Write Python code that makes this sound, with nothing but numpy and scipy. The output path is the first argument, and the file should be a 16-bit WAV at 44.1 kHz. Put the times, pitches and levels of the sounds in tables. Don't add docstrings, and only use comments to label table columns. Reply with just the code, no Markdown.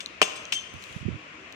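import sys
import numpy as np
from scipy import signal
from scipy.fft import rfft, irfft, next_fast_len
from scipy.io import wavfile
from scipy.ndimage import uniform_filter1d, map_coordinates

SR = 44100
rng = np.random.default_rng(int(sys.argv[2]) if len(sys.argv) > 2 else 0)


def unload_audio(sound):
    columns = np.transpose(np.atleast_2d(sound))
    steps = np.round(np.clip(columns, -1, 1) * 32767)
    wavfile.write(sys.argv[1], SR, steps.astype(np.int16))


N = 68355

# [f/Hz, density/dB per Hz]
HISS_COLOUR = [(30, -25), (64, -8), (672, -9.5), (852, -16), (1050, -8), (1700, -10), (2580, -6.5),
               (3930, -22), (6840, -27), (9000, -41.5), (15000, -66), (16400, -81)]
# [f/Hz, correlation]
HISS_LIKENESS = [(290, 0.9), (640, 0.074), (1410, -0.11), (3100, 0.14), (6820, -0.18)]
# [f/Hz, left over right level/dB]
FAR_BALANCE = [(300, 1), (1290, 0), (2500, 9), (4400, 3.5), (8120, 4.5), (15000, 9)]
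HISS_DB = -46

# [t/s, crack level/dB, ring level/dB]
CONTACTS = [(.005, -33.5, -53), (0.2159, -15, -43), (0.222, -33, -40.5), (0.227, -22.5, -40),
            (.357, -53, -49), (.522, -28, -44), (.524, -24, -40), (.535, -31.5, -45)]
# [f/Hz, level/dB, t60/s]
JAW_MODES = [(2291, 4, 0.12), (2790, -9, 0.47), (3570, 0, 0.14), (4230, -6, 0.14), (4985, -19, 0.18),
             (5360, 6.5, 0.077), (6133, -1.5, 0.31), (6240, -4.5, 0.26), (8070, -1, 0.15), (8090, 0, 0.1),
             (9280, -14, 0.13), (10160, -14.5, 0.16), (10750, -18, 0.22), (11830, -34, 0.19),
             (13200, -22, 0.18), (15200, -9, 0.09)]
# [f/Hz, level/dB, t60/s]
ARM_MODES = [(3085, -12, 0.37), (3126, 0, 0.2), (3492, -10, 0.27), (6224, -10.5, 0.29)]
# [t/s, level/dB]
ARM_SWINGS = [(0.5231, -39), (.551, -25)]
# [f/Hz, density/dB per Hz]
CRACK_COLOUR = [(400, -25.5), (1200, -13), (2400, -3), (3150, 1.5), (3980, -5.5), (5300, -6.5),
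                (8300, -16.5), (9700, -27), (15500, -33), (16400, -70)]
# [f/Hz, left over right level/dB]
NEAR_BALANCE = [(200, -5.5), (700, 5.5), (1290, -6.5), (2600, 17), (4800, -2.5), (8120, 9.5), (15000, 4.5)]
JAWS_RISE_S, ARMS_RISE_S, CRACK_T60_S = 0.0024, 0.005, 0.045
JAWS_WAVER, ARMS_WAVER = 0.52, 0.5
FINE_COUNT, FINE_HZ, FINE_DB, FINE_T60_S = 26, (3320, 8980), (-7, -14.5), 0.25
LAG_S = 0.00016

# [f/Hz, t60/s]
YARD_T60 = [(200, 0.94), (1000, 1), (3000, 1), (12000, 0.64), (15200, 0.39)]
YARD_DB, YARD_DELAY = -13, 500

# [t/s, body level/dB, treble level/dB]
TICKS = [(0.0603, -25.5, -41.5), (0.07, -45, -53), (0.4533, -34.5, -67), (0.824, -40.5, -53),
         (0.839, -36, -41), (0.926, -39.5, -52), (1.5244, -36, -49.5)]
# [f/Hz, density/dB per Hz]
TICK_BODY_COLOUR = [(1500, -24), (3300, -2.5), (4300, 0.5), (5100, -13.5), (6130, -3.5), (9000, -25.5),
                    (16400, -60)]
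# [f/Hz, density/dB per Hz]
TICK_TREBLE_COLOUR = [(6000, -40), (10000, -7), (13000, -16), (15300, -7), (16400, -5.5)]
TICK_T60_S = 0.0084

# [t/s, level/dB, duller above f/Hz]
KNOCKS = [(0.2159, 18.5, 4000), (.2222, 17.5, 600), (.239, 1, 606), (0.2764, -6, 1500)]
# [f/Hz, width/Hz, level/dB]
GROUND_MODES = [(193, 22.4, -2), (402, 60, 7), (644, 91, 7), (779, 53, 5), (1016, 117, 8), (1285, 240, 6.5),
                (1770, 194, 7.5), (2540, 700, 1)]

RATTLE_START_S, RATTLE_PER_S = .225, 630
RATTLE_DB, RATTLE_FADE_T60_S, CHATTER_T60_S = -43, 1, 0.0083

# [t/s, level/dB]
RUSTLE = [(.72, -62.5), (.83, -49.5), (1.0, -51), (1.07, -69)]
# [f/Hz, density/dB per Hz]
CLOTH_COLOUR = [(1200, -29), (2700, 2.5), (4000, -15), (6500, -12), (9000, -20.5), (15000, -37.5),
                (16400, -42)]

# [t/s, level/dB]
GUST = [(.74, -37), (.8, -54), (.86, -64), (.9, -40), (.935, -50.5), (.995, -47), (1.07, -33), (1.165, -37),
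        (1.19, -55)]
# [f/Hz, density/dB per Hz]
BUFFET_COLOUR = [(25, -46), (55, -2), (100, -1.5), (180, -12.5), (350, -18.5), (600, -47), (1000, -91)]
# [t/s, peak level/dB, f/Hz]
THUMPS = [(0.966, -21.5, 146), (1.015, -26.5, 97), (1.03, -27, 178), (1.055, -21.5, 200), (1.064, -14, 116),
          (1.084, -16.5, 276), (1.089, -15, 231), (1.101, -25, 139), (1.112, -23, 100), (1.128, -35, 100),
          (1.143, -30.5, 160), (1.158, -30, 110)]
THUMP_CYCLES = 0.55

# [start t/s, end t/s, f/Hz, rms level/dB]
HUMS = [(1.045, 1.223, 307, -53), (1.322, 1.459, 312, -57), (1.367, 1.45, 383.4, -56.5)]
HUM_FADE_S = 0.021

LOW_CUT_HZ, TOP_HZ, CEILING = 45, 16400, .9


def amp(db):
    return 10 ** (np.asarray(db) / 20)


def unit(x):
    return x / np.sqrt(np.mean(x ** 2) + 1e-20)


def along(points, hz):
    f, value = np.transpose(points)
    return np.interp(np.log(hz + 1), np.log(f + 1), value)


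def curve(rows):
    s, db = np.transpose(rows)
    return np.interp(np.arange(N) / SR, s, db, left=-120, right=-120)


def wobble(rate):
    knots = rng.standard_normal(int(N * rate / SR) + 4)
    return map_coordinates(knots, [np.arange(N) * rate / SR])


def filtered(x, response):
    m = next_fast_len(N + SR // 2)
    return irfft(rfft(x, m) * response(np.fft.rfftfreq(m, 1 / SR)), m)[..., :N]


def causal(colour):
    cepstrum = irfft(np.log(amp(along(colour, np.fft.rfftfreq(2048, 1 / SR)))))
    folded = cepstrum * np.r_[1, 2 * np.ones(1023), 1, np.zeros(1023)]
    impulse = irfft(np.exp(rfft(folded)))[:1024]
    return impulse / np.linalg.norm(impulse)


def coloured(x, colour):
    return signal.fftconvolve(x, causal(colour)[None])[:, :N]


def rush(colour, likeness, patchy_db):
    grains = signal.stft(rng.standard_normal((2, N + 512)), nperseg=512)[2]
    patches = uniform_filter1d(rng.standard_normal(grains.shape[1:]), size=6, axis=0)
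    patches = uniform_filter1d(patches, size=8, axis=1)
    pair = signal.istft(grains * amp(patchy_db * unit(patches)), nperseg=512)[1][:, :N]

    def shares(hz):
        turn = np.arccos(np.clip(along(likeness, hz), -1, 1)) / 2
        return amp(along(colour, hz)) * [np.cos(turn), np.sin(turn)]

    mid, side = filtered(pair, shares)
    return unit(np.array([mid + side, mid - side]))


def bursts(times, levels_db, t60, apart):
    out, t = np.zeros((2, N + SR)), np.arange(SR // 10) / SR
    for s, db in zip(times, levels_db):
        noise = rng.standard_normal((3, len(t)))
        pair = noise[0] + apart * noise[1:]
        out[:, round(s * SR):][:, :len(t)] += amp(db - 60 * t / t60) * pair
    return out[:, :N]


def hiss():
    level_db = HISS_DB + 0.33 * wobble(14.85)
    return amp(level_db) * rush(HISS_COLOUR, HISS_LIKENESS, patchy_db=1.0)


def ring(modes, t, rise_s, waver):
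    hz, db, t60 = np.transpose(modes)[:, :, None]
    count = len(modes)
    scatter_db = rng.normal(0, 2.5, (2, count, 1))
    phase = rng.uniform(0, 2 * np.pi, (count, 1)) + rng.normal(0, 0.72, (2, count, 1))
    knots = rng.standard_normal((2, count, 36))
    in_phase, quadrature = [
        np.array([np.interp(t, np.linspace(0, t[-1], len(k)), k) for k in part]) for part in knots]
    turn = 2 * np.pi * hz * t + phase
    wave = (1 + waver * in_phase) * np.sin(turn) + waver * quadrature * np.cos(turn)
    decaying = amp(db + scatter_db - 60 * t / t60) * wave
    return decaying.sum(1) * (1 - np.exp(-t / rise_s))


def tongs():
    s, crack_db, ring_db = np.transpose(CONTACTS)
    out, t = np.zeros((2, N + SR)), np.arange(SR // 3) / SR
    fine = [(np.interp(u, (0, 1), FINE_HZ), np.interp(u, (0, 1), FINE_DB), FINE_T60_S)
            for u in rng.random(size=FINE_COUNT)]
    jaws = list(JAW_MODES) + fine
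    for at, db in zip(s, ring_db):
        out[:, round(at * SR):][:, :len(t)] += amp(db) * ring(jaws, t, JAWS_RISE_S, JAWS_WAVER)
    for at, db in ARM_SWINGS:
        out[:, round(at * SR):][:, :len(t)] += amp(db) * ring(ARM_MODES, t, ARMS_RISE_S, ARMS_WAVER)
    cracks = coloured(bursts(s, crack_db, CRACK_T60_S, apart=1.0), CRACK_COLOUR)
    return out[:, :N] + cracks + knocks() + rattle()


def yard(x):
    hz, t, grains = signal.stft(rng.standard_normal((2, SR)), SR, nperseg=256)
    decay = amp(-60 * t / along(YARD_T60, hz)[:, None])
    tail = signal.istft(grains * decay, SR, nperseg=256)[1]
    late = np.pad(x, ((0, 0), (YARD_DELAY, 0)))
    return signal.fftconvolve(late, tail / np.linalg.norm(tail[0]), axes=1)[:, :N]


def charcoal():
    s, body_db, treble_db = np.transpose(TICKS)
    body = coloured(bursts(s, body_db, TICK_T60_S, apart=0.78), TICK_BODY_COLOUR)
    treble = coloured(bursts(s, treble_db, TICK_T60_S, apart=0.78), TICK_TREBLE_COLOUR)
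    return body + treble


def knocks():
    def ground(f):
        total = 0
        for k, (centre, width, db) in enumerate(GROUND_MODES):
            damping = 1j * f * width
            total = total + (-1) ** k * amp(db) * damping / (centre * centre - f * f + damping)
        return total

    def blows(f):
        total = 0
        for s, db, dull_hz in KNOCKS:
            delay = np.exp(-2j * np.pi * f * s)
            total = total + amp(db + rng.normal(0, 1)) * delay / (1 + 1j * f / dull_hz) ** 2
        return total

    click = np.r_[1., np.zeros(N - 1)]
    return filtered(click, lambda f: ground(f) * blows(f))


def rattle():
    draw = rng.random((200, 2))
    s = RATTLE_START_S - np.cumsum(np.log(draw[:, 0])) / RATTLE_PER_S
    fade_db = -60 * (s - RATTLE_START_S) / RATTLE_FADE_T60_S
    db = RATTLE_DB + fade_db - 2.4 * np.log(draw[:, 1])
    keep = s < N / SR
    return coloured(bursts(s[keep], db[keep], CHATTER_T60_S, apart=0.26), CRACK_COLOUR)


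def cloth():
    level_db = curve(RUSTLE) + 0.69 * wobble(57.8)
    return amp(level_db) * rush(CLOTH_COLOUR, [(3000, 0.067)], patchy_db=1.2)


def wind():
    t = np.arange(N) / SR
    level_db = curve(GUST) + 1.1 * wobble(40.2)
    gust = amp(level_db) * rush(BUFFET_COLOUR, [(100, 0.008)], patchy_db=3.5)[0]
    for s, db, hz in THUMPS:
        swell = amp(db - 7.6 * ((t - s) * hz / THUMP_CYCLES) ** 2)
        gust = gust + swell * np.cos(2 * np.pi * hz * (t - s) + rng.normal(-0.43, 0.23))
    return np.outer([.02, 1], gust)


def hums():
    t = np.arange(N) / SR
    out = np.zeros(N)
    for start, end, hz, db in HUMS:
        fade = np.clip(np.minimum(t - start, end - t) / HUM_FADE_S, 0, 1)
        out += np.sqrt(2) * amp(db) * fade * np.sin(2 * np.pi * hz * t)
    return out


def scene():
    def balance(table, hz):
        return amp(np.outer([.5, -.5], along(table, hz)))

    def near_path(hz):
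        lag = np.exp(-1j * np.pi * np.outer([1, -1], hz) * LAG_S)
        return balance(NEAR_BALANCE, hz) * lag

    near = filtered(tongs() + charcoal(), near_path)
    echo = amp(YARD_DB) * yard(near.mean(axis=0, keepdims=True))
    far = hiss() + cloth() + hums() + echo
    return near + filtered(far, lambda hz: balance(FAR_BALANCE, hz)) + wind()


def record(dry):
    x = filtered(dry, lambda hz: (1j * hz / (LOW_CUT_HZ + 1j * hz)) ** 2)
    x = x / (1 + (x / CEILING) ** 4) ** .25
    return filtered(x, lambda hz: hz < TOP_HZ)


dry = scene()
out = record(dry)
unload_audio(out)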